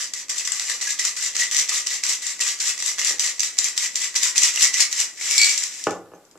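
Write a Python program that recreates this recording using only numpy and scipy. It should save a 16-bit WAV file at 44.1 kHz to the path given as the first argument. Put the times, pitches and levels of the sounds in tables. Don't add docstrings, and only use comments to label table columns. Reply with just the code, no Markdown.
import sys
import numpy as np
from scipy import signal
from scipy.fft import rfft, irfft, next_fast_len
from scipy.io import wavfile
from scipy.ndimage import uniform_filter1d, minimum_filter1d

SR = 44100
rng = np.random.default_rng(int(sys.argv[2]) if len(sys.argv) > 2 else 0)


def persist_wave(psi):
    counts = np.round(np.clip(psi, -1, 1) * 32767).astype(np.int16)
    wavfile.write(sys.argv[1], SR, np.atleast_2d(counts).T)


N = 281358

# start_s, landing_db, slide_delay_s, slide_db
STROKES = [(0, -28, .046, -33.5), (0.135, -31.5, .049, -29), (0.292, -22.5, .096, -24),
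           (0.446, -27, .097, -26.5), (0.604, -26, .105, -24.5), (0.811, -20.5, .085, -20),
           (0.987, -21.5, .078, -20), (1.163, -23, .083, -20), (1.346, -25, .072, -18),
           (1.51, -20, .084, -16.5), (1.685, -19.5, .075, -18.5), (1.86, -26, .069, -22),
           (2.039, -21, .078, -19), (2.217, -26.5, .073, -25), (2.401, -17, .082, -20),
           (2.597, -21, .078, -18.5), (2.787, -26, .094, -20.5), (2.986, -18.5, .098, -17.5),
           (3.192, -18.5, .074, -19), (3.391, -24, .053, -23), (3.578, -21.5, .077, -20.5),
           (3.762, -26, .076, -20.5), (3.952, -22.5, .083, -22), (4.151, -16.5, .1, -17),
           (4.36, -16.5, .093, -14), (4.534, -22.5, .1, -12.5), (4.73, -20.5, .074, -16.5),
           (4.911, -23.5, .09, -18.5)]
# time_s, level_db
TUMBLE = [(0, -22), (.25, -70.5), (.4, -33.5), (.7, -27.5), (.8, -37), (5.05, -37.5), (5.15, -43.5),
          (5.21, -26.5), (5.3, -21), (5.372, -17), (5.385, -24), (5.46, -17), (5.51, -19), (5.56, -23.5),
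          (5.64, -23.5), (5.7, -34), (5.8, -33), (5.92, -42), (5.97, -52), (6.05, -75)]
# start_s, level_db, body_db (over level_db)
LUMPS = [(.136, -9, -14.5), (.3006, -30, -26), (.3819, -11, -37), (.4519, -14, -31), (.4743, -7, -9.5),
         (.5195, -11, -12), (.5962, -7.5, -11.5), (.6978, -10.5, -7.5), (.8108, -15.5, -13),
         (.9945, -7.5, -10), (1.051, -8, -35), (1.3538, -11, -6.5), (1.3652, -5.5, -13), (1.3957, -10, -33),
         (1.512, -10, -24), (1.5462, -4.5, -11.5), (1.5658, -5.5, -34), (1.6928, -8.5, -18),
         (1.8694, -7, -38), (2.036, -4.5, -12), (2.065, -11.5, -25), (2.094, -6.5, -35),
         (2.2658, -12.5, -21), (2.4152, -32, -7), (2.478, -17.5, -34), (2.6025, -8.5, -20),
         (2.6395, -17, -16), (2.777, -15, -11), (2.802, -13, -13), (2.824, -8.5, -7.5), (2.8609, -12, -17),
         (2.9831, -12.5, -2.5), (3.015, -10, -6), (3.047, -7.5, -33), (3.0719, -9, -33), (3.087, -23, -22),
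         (3.097, -20, -25), (3.1952, -3.5, -26), (3.245, -11, -34), (3.3949, -6.5, -29), (3.4042, -5, -19),
         (3.432, -5.5, -11), (3.5871, 0.5, -15.5), (3.6431, -7, -36), (3.777, -0.5, -17.5),
         (3.9562, -5.5, -22), (4.1604, -2.5, -36.5), (4.2317, -4, -17), (4.3578, -12, -5),
         (4.379, 4, -13.5), (4.4201, -6.5, -21), (4.4328, -1, -37), (4.559, -5, -17), (4.575, -15, 0),
         (4.6098, -18, -16), (4.6201, -3, -34), (4.741, -6, -25.5), (4.796, -14.5, -0.5),
         (4.8036, 2.5, -25), (4.9265, -5.5, -18.5), (5.001, -5.5, -27), (5.2114, -17, -0.5),
         (5.3103, -2.5, -23.5), (5.3796, 5.5, -24), (5.4151, 0, -30), (5.432, -4, -27.5), (5.444, -2, -32),
         (5.458, -5.5, -30), (5.494, -6, -33), (5.5768, -4, -36), (5.636, -7, -34), (5.8391, -11.5, -39),
         (5.8698, -18, 1), (5.9073, -18, -11), (6.1494, -46, -13), (6.2507, -41.5, -27),
         (6.3121, -37.5, -24), (6.3744, -42, -10)]
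# start_s, level_db, pitch_hz, t60_s
RINGERS = [(.872, -24.5, 1670, 0.081), (1.713, -20.5, 2630, 0.014), (1.719, -27, 1206, 0.051),
           (2.421, -17, 2680, 0.023), (3.02, -17, 2830, 0.014), (4.574, -5.5, 2800, 0.01),
           (6.139, -55, 6250, 0.14)]
# start_s, blow_db
STRIKES = [(5.381, -2), (5.398, 9), (5.415, 11.5), (5.43, 5.5), (5.478, 6)]
# (over push_db, for the higher resonances)
CONTACTS = [(3.107, -27.5, -1), (5.869, -4.5, -1.5), (5.904, -25, -18), (6.059, -50, 10),
            (6.118, -32, -5.5), (6.136, -27.5, -5.5), (6.174, -46, -15.5), (6.21, -50, -20),
            (6.355, -35.5, -3.5)]
# time_s (from 2 * LEAD_S ahead of the stroke), left_over_right_db
LUMP_PAN = [(0, -3), (.05, 1), (.09, 12), (.2, 2)]
# time_s, freedom (0-1, how freely it hangs),
# load (0-1, share of ice still loading the neck)
FREEDOM = [(.2, .035, .85), (5.05, .035, .62), (5.372, .1, .45), (5.382, .9, .4), (5.45, .9, .4),
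           (5.465, .1, .4), (5.51, .2, .4), (5.7, .02, .3)]
# centre_hz, width_hz, peak_db
LOADED_MODES = [(500, 75, 4.5), (740, 46, -23), (1197, 215, 5.5), (1293, 140, 1.5), (1910, 81, 8),
                (1875, 75, 4), (2003, 80, 5), (2277, 99, 1), (2550, 180, -14.5), (4680, 89, -43.5),
                (6040, 61, -1.5)]
# centre_hz, width_hz, peak_db
FREE_MODES = [(2275, 28, 25), (2960, 60, 6), (3290, 50, 2), (4470, 38, 20), (5510, 60, -3), (6750, 70, 2),
              (7400, 80, 6), (8680, 80, 5), (11000, 80, 3)]
# centre_hz, width_hz, peak_db
UPRIGHT_MODES = [(2230, 300, 3), (4300, 500, -3)]
# centre_hz, width_hz, peak_db
BAR_MODES = [(105.5, 20, -10.5), (177, 12, -4), (314, 32, 2), (420, 77, 3), (560, 193, -1), (795, 34, 6.5),
             (810, 61, 3.5), (990, 60, -16), (1265, 200, -1), (1473, 82, -2), (1748, 31, -5),
             (2040, 350, -35), (2790, 460, -17)]
# freq_hz, gain_db
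ICE_COLOUR = [(60, -46.5), (200, -31), (600, -23.5), (1200, -17), (1550, -13.5), (1800, -7), (3300, -6.5),
              (4300, -1), (5000, 0.5), (6400, 3.5), (8000, -1.5), (9800, -5), (12000, -11.5),
              (14500, -14.5)]
# freq_hz, likeness (0-1)
ALIKE = [(40, .4), (100, 0.59), (300, 0.97), (1500, 0.88), (3000, 0.6), (3800, 0.088), (6000, 0.28),
         (8000, 0.75), (12000, .3)]
# freq_hz, t60_s
ROOM_DECAY = [(150, 0.5), (1000, 0.37), (4000, 0.23), (12000, 0.21)]
# freq_hz, gain_db
AIR_COLOUR = [(30, -6.5), (100, -7.5), (300, 2), (700, -3), (1500, -7.5), (3000, -15), (8000, -14.5),
              (14500, -22.5)]
# freq_hz, gain_db
LEFT_PORT = [(4000, 0), (5500, -1), (6400, -2), (6800, 2), (7350, 10), (7900, 5), (8700, -3), (14500, -3)]
RIGHT_PORT = [(4000, 0), (5300, 2), (6050, 5), (6400, -1), (7350, -4), (7900, -7), (8700, -13), (9800, -13),
              (11000, -16), (12300, -21), (14500, -33)]

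LAND_RISE_S, LAND_T60_S = .0046, .18
SLIDE_SIGMA_S = .031
SMALL_DB, SMALL_BODY_DB, SMALL_SCATTER_DB = 2.5, -17.5, 4
LEAD_S, LEAD_DB, LEAD_BODY_DB = 0.0082, -2, -5.5
BODY_SPLIT_HZ = 2600
BAR_SPLIT_HZ = 930
TOP_HZ = 14200


def shaker():
    moving = motion()
    loose = pair(rattle()) + amp(-10) * clinks(count=3000, centre_hz=3564, octaves=0.701, cycles=4.7, scatter_db=3.0)
    single = lumps(LUMPS + small_lumps(moving, count=90))
    ice = filtered(moving * loose + single, causal(ICE_COLOUR))

    time_s, *shares = np.transpose(FREEDOM)
    free, loaded = [np.clip(np.interp(np.arange(N) / SR, time_s, share), 0, 1) for share in shares]
    struck = ice * np.sqrt(free)
    for start_s, blow_db in STRIKES:
        struck[:, round(start_s * SR)] += amp(blow_db)
    free_ring = np.sqrt(free) * filtered(struck, modes(FREE_MODES))
    loaded_ring = filtered(ice * loaded, modes(LOADED_MODES))
    upright_ring = filtered(ice * (1 - loaded), modes(UPRIGHT_MODES))
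    return ice + loaded_ring + upright_ring + free_ring


def motion():
    t = np.arange(N) / SR
    power = amp(np.interp(t, *np.transpose(TUMBLE))) ** 2
    for start_s, landing_db, slide_delay_s, slide_db in STROKES:
        first = round(start_s * SR)
        u = t[first:][:SR // 2] - start_s
        landing = amp(landing_db + 5 - 60 * u / LAND_T60_S) * (1 - np.exp(-u / LAND_RISE_S))
        slide = amp(slide_db) * np.exp(-((u - slide_delay_s) / SLIDE_SIGMA_S) ** 2 / 2)
        power[first:][:len(u)] += landing ** 2 + slide ** 2
    return np.sqrt(power)


def rattle():
    hits = rng.random(N) < 1200 / SR
    chips = hits * amp(1.8 * np.minimum(rng.exponential(size=N), 4.5))
    return unit(np.sqrt(bursts(chips ** 2, fall_s=0.014) + .5))


def clinks(count, centre_hz, octaves, cycles, scatter_db):
    when, pitch = rng.random(count), rng.standard_normal(count)
    size, pan_db = rng.exponential(size=count), rng.standard_normal(count)
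    hz = np.clip(centre_hz * 2 ** (octaves * pitch), 500, 13000)[:, None]
    t = np.arange(600) / SR
    level = amp(scatter_db * np.minimum(size, 4.5))[:, None]
    tone = level * np.sin(2 * np.pi * hz * t) * np.exp(-t * hz / cycles)
    at = ((when * N).astype(int)[:, None] + np.arange(600)).ravel()
    sides = [(tone * amp(side * pan_db)[:, None]).ravel() for side in (1, -1)]
    return unit(np.array([np.bincount(at, tones, N + 600)[:N] for tones in sides]))


def lumps(rows):
    bright, body = np.zeros((2, N + SR)), np.zeros((2, N + SR))
    t = np.arange(SR // 25) / SR
    envelope = amp(-60 * t / .016) * (1 - np.exp(-t / .0003))
    starts = np.transpose(STROKES)[0] - 2 * LEAD_S
    for start_s, level_db, body_db in rows:
        pan_db = np.interp(start_s - starts[starts <= start_s].max(), *np.transpose(LUMP_PAN))
        crack = spread(rng.standard_normal((2, len(t)))) * envelope
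        side_db = pan_db / 2 * np.array([[1], [-1]])
        crack *= amp(level_db + side_db) / np.linalg.norm(crack[0])
        first = round(start_s * SR)
        bright[:, first:][:, :len(t)] += amp(16.0) * crack
        body[:, first:][:, :len(t)] += amp(body_db + 26.5) * crack
    low = lambda hz: 1 / (1 + (hz / BODY_SPLIT_HZ) ** 8)
    soft = lambda hz: 1 / (1 + 1j * hz / 12000)
    return filtered(body[:, :N], low) + filtered(bright[:, :N], lambda hz: (1 - low(hz)) * soft(hz))


def small_lumps(moving, count):
    draw = rng.random((count, 3))
    at = np.searchsorted(np.cumsum(moving) / moving.sum(), draw[:, 0]).clip(0, N - 1)
    level_db = 20 * np.log10(moving[at]) + SMALL_DB + SMALL_SCATTER_DB * draw[:, 1]
    body_db = SMALL_BODY_DB + 16 * (draw[:, 2] - .5)
    leads = [(start_s - LEAD_S, landing_db + LEAD_DB, LEAD_BODY_DB) for start_s, landing_db, *_ in STROKES[2:]]
    return leads + list(zip(at / SR, level_db, body_db))


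def ringers():
    out, t = np.zeros(N + SR), np.arange(SR // 10) / SR
    for start_s, level_db, pitch_hz, t60_s in RINGERS:
        envelope = amp(level_db - 60 * t / t60_s) * (1 - np.exp(-t / 0.0009))
        out[round(start_s * SR):][:len(t)] += envelope * np.sin(2 * np.pi * pitch_hz * t)
    return out[:N]


def bar_top():
    dull, sharp = np.zeros((2, N))
    for start_s, push_db, sharp_db in CONTACTS:
        dull[round(start_s * SR)] = amp(push_db + 30.5)
        sharp[round(start_s * SR)] = amp(push_db + sharp_db + 29.5)
    low_modes = [mode for mode in BAR_MODES if mode[0] < BAR_SPLIT_HZ]
    high_modes = [mode for mode in BAR_MODES if mode[0] > BAR_SPLIT_HZ]
    return filtered(dull, modes(low_modes)) + filtered(sharp, modes(high_modes))


def room(x):
    out, hop = np.zeros((2, N + SR)), SR // 4
    window = signal.get_window("hann", 2 * hop)
    padded = np.pad(x, ((0, 0), (hop, 2 * hop)))
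    for i in range(0, N + hop, hop):
        hz, t, grains = signal.stft(rng.standard_normal((2, SR // 2)), SR, nperseg=256)
        decay = amp(-60 * t / along(ROOM_DECAY, hz)[:, None])
        tail = spread(signal.istft(grains * decay, SR, nperseg=256)[1])
        tail = tail / np.linalg.norm(tail[0])
        wet = signal.fftconvolve(padded[:, i:i + 2 * hop] * window, tail, axes=1)
        out[:, i:][:, :wet.shape[1]] += wet[:, :N + SR - i]
    return out[:, hop - 200:][:, :N]


def room_tone():
    return amp(-59.0) * unit(filtered(pair(1), lambda hz: amp(along(AIR_COLOUR, hz))))


def amp(db):
    return 10 ** (np.asarray(db) / 20)


def unit(x):
    return x / np.sqrt(np.mean(x ** 2) + 1e-20)


def along(points, hz):
    f, v = np.transpose(points)
    return np.interp(np.log(hz + 1), np.log(f + 1), v)


def filtered(x, response):
    m = next_fast_len(N + SR // 2)
    return irfft(rfft(x, m) * response(np.fft.rfftfreq(m, 1 / SR)), m)[..., :N]


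def causal(points):
    def response(hz):
        cepstrum = irfft(np.log(amp(along(points, hz))))
        cepstrum[1:len(hz) - 1] *= 2
        cepstrum[len(hz):] = 0
        return np.exp(rfft(cepstrum))
    return response


def modes(table):
    def response(f):
        return sum((-1) ** k * amp(peak_db) * 1j * f * width / (centre * centre - f * f + 1j * f * width)
                   for k, (centre, width, peak_db) in enumerate(table))
    return response


def bursts(impulses, fall_s):
    return signal.lfilter([1], [1, -amp(-60 / (fall_s * SR))], impulses)


def pair(envelope):
    return spread(envelope * rng.standard_normal((2, N)))


def spread(two):
    length = two.shape[1]
    m = next_fast_len(length)
    turn = np.arccos(np.clip(along(ALIKE, np.fft.rfftfreq(m, 1 / SR)), 0, 1)) / 2
    mid, side = irfft(rfft(two, m) * [np.cos(turn), np.sin(turn)], m)[:, :length]
    return np.array([mid + side, mid - side])


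def scene():
    ice = shaker() + ringers()
    wood = bar_top() * np.ones((2, 1))
    echoes = room(amp(-2.5) * ice[:1] + wood[:1])
    return ice + wood + echoes + room_tone()


def record(dry):
    left = lambda hz: causal(LEFT_PORT)(hz) * np.exp(-2j * np.pi * hz * .00005)
    ports = np.array([filtered(dry[0], left), filtered(dry[1], causal(RIGHT_PORT))])
    ports = ports + amp(-62.0) * rng.standard_normal((2, N))
    needed = np.minimum(1, .98 / (np.abs(ports) + 1e-9))
    gain = uniform_filter1d(minimum_filter1d(needed, size=33, axis=1), size=17, axis=1)
    edge = lambda hz: amp(-np.clip(hz - TOP_HZ, 0, 900) * .1) * np.where(hz > TOP_HZ, .2, 1)
    return filtered(gain * ports, edge)


dry = scene()
out = record(dry)
persist_wave(out)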